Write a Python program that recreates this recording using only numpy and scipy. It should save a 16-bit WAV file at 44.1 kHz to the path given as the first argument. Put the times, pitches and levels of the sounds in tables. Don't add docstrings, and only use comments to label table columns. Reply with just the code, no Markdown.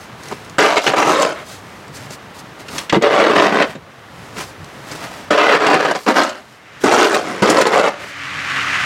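import sys
import numpy as np
from scipy import signal
from scipy.fft import rfft, irfft, next_fast_len
from scipy.io import wavfile
from scipy.ndimage import uniform_filter1d, minimum_filter1d, map_coordinates

SR = 44100
rng = np.random.default_rng(int(sys.argv[2]) if len(sys.argv) > 2 else 0)


def int16_out(signal):
    q = np.round(np.clip(np.atleast_2d(signal).T, -1, 1) * 32767)
    wavfile.write(sys.argv[1], SR, q.astype(np.int16))


N = 390285


def amp(db):
    return 10 ** (np.asarray(db) / 20)


def unit(x):
    return x / np.sqrt(np.mean(x ** 2) + 1e-20)


def along(points, hz):
    f, v = np.transpose(points)
    return np.interp(np.log(hz + 1), np.log(f + 1), v)


def wobble(rate):
    knots = rng.standard_normal(int(N * rate / SR) + 4)
    return map_coordinates(knots, [np.arange(N) * rate / SR])


def coloured(x, level_db, size=8192):
    gain = amp(level_db(np.fft.rfftfreq(size, 1 / SR)))
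    cepstrum = irfft(np.log(np.maximum(gain, 1e-6)))
    cepstrum[1:size // 2] *= 2
    cepstrum[size // 2 + 1:] = 0
    impulse = irfft(np.exp(rfft(cepstrum)))
    return signal.fftconvolve(x, impulse)[:len(x)]


def split(x, edges_hz, order=6):
    m = next_fast_len(len(x) + SR // 10)
    hz = np.fft.rfftfreq(m, 1 / SR)
    below = [0 * hz] + [1 / (1 + (hz / edge) ** order) for edge in edges_hz] + [0 * hz + 1]
    return irfft(np.diff(below, axis=0) * rfft(x, m), m)[:, :len(x)]


def steady(x, seconds):
    power = np.abs(uniform_filter1d(x ** 2, int(seconds * SR) + 1))
    return x / np.sqrt(power + 1e-12)


def grains(rate, spread_db):
    size = amp(spread_db * np.clip(rng.standard_normal(N), -2, 2))
    struck = rng.random(N) < rate / SR
    return unit(struck * size * rng.choice([-1, 1], N))


def street(patter_db=-14, rush_db=-37.0, fizz_db=-54):
    # pitch_hz [Hz], gain_db [dB]
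    street_tone = [(15, -61), (25, -24), (64, -6), (114, 1), (344, -8), (405, -6.5), (531, -7.5), (624, -8),
                   (840, -8), (1190, -9), (1890, -16.5), (2220, -24), (3160, -21), (11600, -37),
                   (16000, -41)]
    flakes = grains(160, spread_db=5)
    air = rng.standard_normal(N) + amp(patter_db) * flakes
    rumble, rush, fizz = split(coloured(air, lambda hz: along(street_tone, hz)), [220, 4000])
    body = unit(rumble * amp(2.8 * wobble(16)) + rush)
    top = unit(fizz * amp(0.3 * wobble(29)))
    return amp(rush_db) * body + amp(fizz_db) * top


def slush(level_db=0, clump_db=1.0):
    # pitch_hz [Hz], gain_db [dB]
    slush_tone = [(71, -8.5), (120, -4), (427, -2), (473, -9.5), (605, -1.5), (757, -5.5), (1070, -4),
                  (2150, -8.5), (3740, -15.5), (7980, -24.5), (16000, -37)]
    # middle_s [s], length_s [s], squelch_db [dB], spatter_db [dB]
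    steps = [ (0.02, 0.098, -57, -46), (0.292, 0.18, -38, -43.5), (0.465, 0.15, -46, -52),
             (1.386, 0.092, -27.5, -45), (1.513, 0.12, -37, -37.5), (1.722, 0.3, -55, -53),
             (1.96, 0.044, -46, -38.5), (2.03, 0.12, -39.5, -44.5), (2.133, 0.046, -38, -36.5),
             (2.363, .04, -42, -45), (2.397, .025, -52, -39), (2.608, 0.037, -37.5, -43.5),
             (2.771, .14, -29, -34.5), (3.697, 0.095, -23.5, -38), (4.247, 0.28, -47, -51.5),
             (4.403, 0.072, -26.5, -33), (4.477, 0.1, -53, -45), (4.75, .25, -42.5, -52.5),
             (4.937, 0.15, -32.5, -40.5), (5.041, 0.056, -31, -42), (5.147, 0.25, -35.5, -44),
             (6.017, 0.15, -49, -37.5), (6.372, 0.14, -32, -43), (6.517, 0.15, -43, -45.5),
             (6.823, 0.031, -29, -32), (7.292, 0.07, -33, -55), (8.028, 0.071, -25, -37.5),
             (8.094, 0.064, -36, -40), ]
    clumps = unit(grains(2200, spread_db=1.5) * amp(clump_db * wobble(90)))
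    bursts = clumps + 0.73 * rng.standard_normal(N)
    squelch_spatter = split(coloured(bursts, lambda hz: along(slush_tone, hz)), [4000])
    t = np.arange(N) / SR
    swells = np.zeros((2, N))
    for middle, length, *band_db in steps:
        swell = np.exp(-np.minimum((2 * (t - middle) / length) ** 2, 20))
        swells += np.outer(amp(band_db), swell)
    return amp(level_db) * np.sum(swells * steady(squelch_spatter, 0.048), axis=0)


def crumbs(t60=0.02, level_db=-7):
    # [dB, before the overall trim]
    falls = [(0.2353, -24), (0.258, -31), (0.2853, -21), (0.4474, -30), (0.4973, -27), (1.8806, -31),
             (4.6443, -27)]
    out = np.zeros(N + SR)
    t = np.arange(SR // 20) / SR
    for start, db in falls:
        tick = unit(split(rng.standard_normal(len(t)), [2500, 9000])[1])
        out[round(start * SR):][:len(t)] += amp(db + level_db - 60 * t / t60) * tick
    return out[:N]


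def chips(rate, centre_hz, cycles, spread_db=5):
    draws = rng.standard_normal((int(rate * N / SR), 3))
    start = rng.integers(0, N, len(draws))[:, None]
    hz = np.clip(centre_hz * np.exp(.5 * draws[:, :1]), 1500, 14000)
    k = np.arange(SR // 120)
    turns = hz * k / SR
    envelope = amp(spread_db * np.clip(draws[:, 1:2], -2, 2) - 60 * turns / cycles)
    rings = envelope * np.sin(2 * np.pi * turns) * np.sign(draws[:, 2:])
    return unit(np.bincount((start + k).ravel(), (rings * hz).ravel(), N)[:N])


def knocks(thump_t60=0.11, knock_t60=0.05, clack_t60=0.068, crack_t60=0.042, level_db=-2):
    # pitch_hz [Hz], gain_db [dB]
    blow_tone = [(50, -35), (110, -13.5), (200, -0.5), (550, -1), (1500, -6.5), (3500, -17.5),
                 (7000, -20.5), (11000, -33.5), (16000, -47)]
    # start_s [s],
    # knock_db [dB, before the overall trim], then thump_db, clack_db, crack_db [dB re the knock]
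    blows = [ (0.312, -18, -8, -16, -16), (0.322, -18, -13, -14, -15), (0.583, 3, -15, -11, -13.5),
             (0.767, 8.5, -30, -1.5, -18), (0.777, -7, -14, -7, -3), (0.864, 4, -22, -4, -11),
             (0.874, -5.5, -4, 4.5, 1), (0.889, -12.5, 0, -4, -3), (0.936, 9, -30, -20, -27),
             (1.023, 2.5, -27, -5.5, -22), (1.219, -6, -22, -5.5, 1), (1.966, -42, -3, 4, 10),
             (2.105, -37, 8, 2, 10), (2.683, -35.5, -3, 9.5, 7.5), (2.781, -29, -6, 14, 16.5),
             (2.895, -25.5, -6, 15.5, 3.5), (2.926, -2, 3, -21, -15), (2.966, -6, 7, -17, -29),
             (3.022, -11.5, -5, 0, -5.5), (3.199, -0.5, -13, -5, -21), (3.621, -5.5, -17, 3, -10),
             (3.752, -19, 2, -6.5, -13), (4.366, -26, -14, 1, -12), (4.914, -35.5, 13, 10.5, 14),
             (5.307, 0.5, -3.5, -13, -13), (5.666, -10, 2, 9.5, 3), (5.741, 5.5, -9, -7, -14),
             (5.849, 3, -21, -10, -20), (5.911, 2.5, -31.5, -20, -16.5), (5.955, -5, -19, -14, -12),
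             (6.082, 7, -26, -18, -20), (6.097, 6, -24, -23, -24), (6.232, -6.5, -12, -3, 2.5),
             (6.292, -12, -22, -8, 2), (6.838, -10.5, 15.5, -11, 3), (6.912, 1, -22, -6, -13),
             (7.144, -16.5, -4, 11, 8.5), (7.421, -4.5, 4, -6, -4), (7.497, -7.5, 7, -5, 11.5),
             (7.612, -8.5, 0, 5, 5.5), (7.666, -2, -15, -17, -4), (7.794, -7, 5, 0, -4),
             (7.879, -6, -19, -6, -10), ]
    out = np.zeros(N + SR)
    t = np.arange(SR // 5) / SR
    force = grains(5000, spread_db=3) + chips(900, centre_hz=5500, cycles=35, spread_db=3)
    rattle = steady(split(blade(force, blow_tone), [380, 1700, 3800]), .012)
    t60s = np.array([[thump_t60], [knock_t60], [clack_t60], [crack_t60]])
    decay = amp(-60 * t / t60s) * (1 - np.exp(-t / 0.0017))
    for s, db, thump_db, clack_db, crack_db in blows:
        start = round(s * SR)
        bands = amp(db) * amp([thump_db, 0, clack_db, crack_db])
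        out[start:start + len(t)] += bands @ (decay * rattle[:, start:start + len(t)])
    return amp(level_db) * out[:N]


def shifting(x, depth_db, size=1024):
    z = signal.stft(x, nperseg=size)[2]
    field = uniform_filter1d(uniform_filter1d(rng.standard_normal(z.shape), 3, 0), 9, 1)
    reach = 1 / (1 + np.fft.rfftfreq(size, 1 / SR)[:, None] / 3000)
    return signal.istft(z * amp(depth_db * reach * unit(field)), nperseg=size)[1][:len(x)]


def blade(force, tone):
    # centre_hz [Hz], width_hz [Hz], lift_db [dB]
    resonances = [(296, 38, 2), (442, 95, 4), (579, 170, 5), (725, 79, 2.5), (1009, 31, 3.5),
                  (1230, 200, 1.5), (1498, 17, 4), (1990, 150, 1.5), (2750, 250, 0.5), (2920, 82, -0.5)]

    def response_db(hz):
        lift = sum(db / (1 + (2 * (hz - centre) / width) ** 2) for centre, width, db in resonances)
        return along(tone, hz) + lift

    return shifting(coloured(force, response_db), depth_db=3.6)


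def effort(grip):
    # start_s [s], length_s [s], bite_s [s], release_t60_s [s],
    # level_db [dB, before pressure and mix trim], rasp_db and grit_db [dB re level],
    # fade_db [dB lost over the length, negative grows], grip [name]
    stretches = [ (0.588, 0.068, 0.009, 0.46, -8.5, 2.5, -9, -3, "sweep"),
                 (0.751, 0.02, 0.017, 0.2, -9, -1, -8, 1, "sweep"),
                 (0.802, .06, 0.018, 0.22, -27.5, 2.5, 0, -6, "sweep"),
                 (0.862, 0.084, .01, 0.11, -17, 2, -9, 4.5, "sweep"),
                 (0.954, 0.064, 0.031, 0.27, -10, 5, -8, 0, "plough"),
                 (1.035, 0.23, 0.017, 0.24, -11, 1, -11, 1, "plough"),
                 (2.924, 0.038, .003, 0.083, -6, -4, -17.5, 2.5, "push"),
                 (3.008, 0.064, 0.052, 0.15, 0.5, -6.5, -21.5, 0.5, "push"),
                 (3.092, 0.11, 0.0076, .6, -7.5, -3.5, -18, -2, "push"),
                 (3.22, 0.091, 0.019, 0.83, -6, -3.5, -18.5, 1, "push"),
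                 (3.336, .13, 0.051, 0.32, 0.5, -1.5, -14.5, 1.5, "push"),
                 (3.474, 0.14, 0.064, 0.17, -3.5, -2.5, -18, -1, "push"),
                 (5.303, 0.027, 0.0068, 0.46, -3, -3, -15.5, 0.5, "push"),
                 (5.361, .19, 0.023, .3, -6, 2.5, -12, 0, "push"),
                 (5.58, .17, 0.033, 0.46, -7, 0.5, -13, 0.5, "push"),
                 (5.771, 0.14, 0.024, 0.14, -7, -1, -12.5, 6, "push"),
                 (5.942, 0.016, 0.0087, 0.22, -18, 0.5, -6.5, 2.5, "push"),
                 (6.061, 0.041, 0.023, 0.22, -6, -4, -15, -1, "sweep"),
                 (6.134, 0.091, 0.056, 0.35, -3.5, 0.5, -10.5, 4, "sweep"),
                 (6.835, 0.043, 0.0052, 0.21, -7, -1, -13.5, -2, "plough"),
                 (6.912, 0.087, 0.015, 1, -6, -0.5, -11.5, -0.5, "plough"),
                 (7.105, 0.054, 0.026, .3, -12, -6, -19, -1, "plough"),
                 (7.421, 0.1, 0.0037, 0.55, -7.5, -0.5, -13, 2, "plough"),
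                 (7.543, 0.068, 0.023, 0.24, -8, 0.5, -12.5, 1, "plough"),
                 (7.64, 0.026, 0.024, 0.21, -9.5, 2.5, -13, 0.5, "plough"),
                 (7.689, 0.098, 0.057, .4, -8.5, 2, -14.5, -1.5, "plough"),
                 (7.812, 0.061, 0.023, 0.15, -7, 1.5, -16.5, 1.5, "plough"), ]
    total = np.zeros((3, N))
    for s, length, bite, t60, db, rasp_db, grit_db, fade_db, kind in stretches:
        if kind == grip:
            start = round(s * SR)
            t = np.arange(min(SR, N - start)) / SR
            held_db = db - fade_db * np.minimum(t / length, 1)
            release_db = -60 * np.maximum(t - length, 0) / t60
            shape = np.minimum(t / bite, 1) * amp(held_db + release_db)
            near = slice(start, start + len(t))
            total[:, near] = np.maximum(total[:, near], np.outer(amp([0, rasp_db, grit_db]), shape))
    pressure_db, pressure_rate = 1.76, 22
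    return total * amp(pressure_db * wobble(pressure_rate))


def scrape(grip, tone, slip_rate, slip_db, clump_db, crush_t60, chip_db):
    travel = np.cumsum(slip_rate * amp(4 * wobble(160))) / SR
    slipped = np.diff(np.floor(travel), prepend=0)
    slips = slipped * amp(4.9 * np.clip(rng.standard_normal(N), -2, 2))
    t = np.arange(SR // 40) / SR
    bursts = signal.fftconvolve(slips, amp(-60 * t / crush_t60))[:N]
    crushing = unit(bursts * rng.standard_normal(N))
    sliding = unit(grains(4000, spread_db=2.5) * amp(clump_db * wobble(110)))
    ticks = chips(450, centre_hz=6500, cycles=25)
    force = sliding + amp(slip_db) * crushing + amp(chip_db) * ticks
    boom_rasp_grit = split(blade(force, tone), [800, 3500])
    return np.sum(effort(grip) * steady(boom_rasp_grit, 0.0258), axis=0)


def passing_car(spray_db=-10.5, mist_db=-31, spray_follows=0.67, flutter_db=.8, rumble_db=-20,
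                engine_db=-1.0, sag=.04):
    # [dB, before flutter]
    approach = [(6.3, -46), (6.8, -36), (7.3, -32), (8.1, -28.5), (8.3, -25), (8.7, -20), (8.85, -18)]
    # pitch_hz [Hz], gain_db [dB]
    tyre_tone = [(260, -45), (450, -26), (523, -17), (664, -14), (694, -13), (993, -8.5), (1120, -1),
                 (2010, 1), (3050, -10), (3280, -15), (3930, -19), (4430, -22.5), (6630, -28), (13800, -50),
                 (16000, -57)]
    # [dB, before wobble, trim and fade]
    partials = [(90, -44), (134, -41.5), (280, -43.5)]
    t = np.arange(N) / SR
    water = rng.standard_normal(N) + 0.53 * grains(700, spread_db=5)
    wet_bands = split(coloured(water, lambda hz: along(tyre_tone, hz)), [3300, 9000])
    roar, spray, mist = steady(wet_bands, .1)
    rumble = unit(split(rng.standard_normal(N), [80, 330])[1])
    level_db = np.interp(t, *np.transpose(approach)) + flutter_db * wobble(25)
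    spray_gain = amp((1 - spray_follows) * np.clip(approach[-1][1] - level_db, 0, 10))
    wet = spray_gain * (amp(spray_db) * spray + amp(mist_db) * mist)
    tyres = amp(level_db) * (roar + amp(rumble_db) * rumble + wet)
    turns = np.cumsum(1 - sag * (t - 8.45) + 0.0148 * wobble(16)) / SR
    hum = sum(amp(db + 3 * wobble(12)) * np.sqrt(2) * np.sin(2 * np.pi * hz * turns) for hz, db in partials)
    return tyres + amp(engine_db) * hum * np.interp(t, [7.95, 8.3, 8.9], [0, 1.3, .5])


def scattered(x, t60, share, count=16):
    t = np.arange(SR // 4) / SR
    tails = rng.standard_normal((count, len(t))) * amp(-60 * t / t60)
    tails /= np.linalg.norm(tails, axis=1, keepdims=True)
    echo, start = np.zeros(N + len(t)), 0
    for piece, tail in zip(np.array_split(x, count), tails):
        echo[start:start + len(piece) + len(t) - 1] += signal.fftconvolve(piece, tail)
        start += len(piece)
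    return x + share * echo[:N]


def gain_control(x, threshold_db=-9.0, recovery_db_per_s=13, window_s=0.035):
    power = np.abs(uniform_filter1d(x ** 2, int(window_s * SR) + 1))
    excess_db = np.maximum(10 * np.log10(power + 1e-12) - threshold_db, 0)
    recovered_db = recovery_db_per_s * np.arange(N) / SR
    return x * amp(recovered_db - np.maximum.accumulate(excess_db + recovered_db, axis=-1))


def scene():
    # pitch_hz [Hz], gain_db [dB]
    sweep_tone = [(29, -46), (50, -47), (138, -24), (189, -7), (291, 0), (495, -5), (559, 2), (1180, -3.5),
                  (1580, -3.5), (1820, -7), (2160, -7), (5810, -20.5), (13200, -40.5), (16000, -48)]
    plough_tone = [(29, -60), (50, -41.5), (229, -2.5), (271, -4.5), (306, -1), (428, -1), (483, -4.5),
                   (601, -2), (1470, -11), (1700, -14), (2750, -19), (3850, -23), (7040, -27), (13500, -46),
                   (16000, -53)]
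    push_tone = [(29, -97), (50, -52), (208, -9), (258, -10), (291, -2.5), (371, -5.5), (408, -0.5),
                 (507, -5), (572, -0.5), (822, -7.5), (1270, -5), (3180, -16.5), (6240, -32),
                 (11700, -49.5), (16000, -57)]
    sweeps = scrape("sweep", sweep_tone, slip_rate=130, slip_db=-1, clump_db=-1.5,
                    crush_t60=0.0089, chip_db=-4.5)
    ploughs = scrape("plough", plough_tone, slip_rate=103, slip_db=-3, clump_db=-1.0,
                     crush_t60=0.016, chip_db=-2.5)
    pushes = scrape("push", push_tone, slip_rate=130, slip_db=-1.5, clump_db=2.5,
                    crush_t60=0.02, chip_db=-7.0)
    shovel = amp(3.5) * sweeps + amp(-0.4) * ploughs + amp(-1.7) * pushes
    near = shovel + knocks() + slush() + crumbs()
    return (scattered(near, t60=0.091, share=0.33) + street() + passing_car())[None]


def record(dry, low_cut_hz=48, top_hz=15850):
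    ducked = gain_control(dry)
    needed = np.minimum(1, .97 / (np.abs(ducked) + 1e-9))
    held = ducked * uniform_filter1d(minimum_filter1d(needed, size=129), size=129)
    m = next_fast_len(N + SR // 10)
    hz = np.fft.rfftfreq(m, 1 / SR)
    response = hz ** 2 / (hz ** 2 + low_cut_hz ** 2) * (hz < top_hz)
    return irfft(rfft(held, m) * response, m)[:, :N]


dry = scene()
out = record(dry)
int16_out(out)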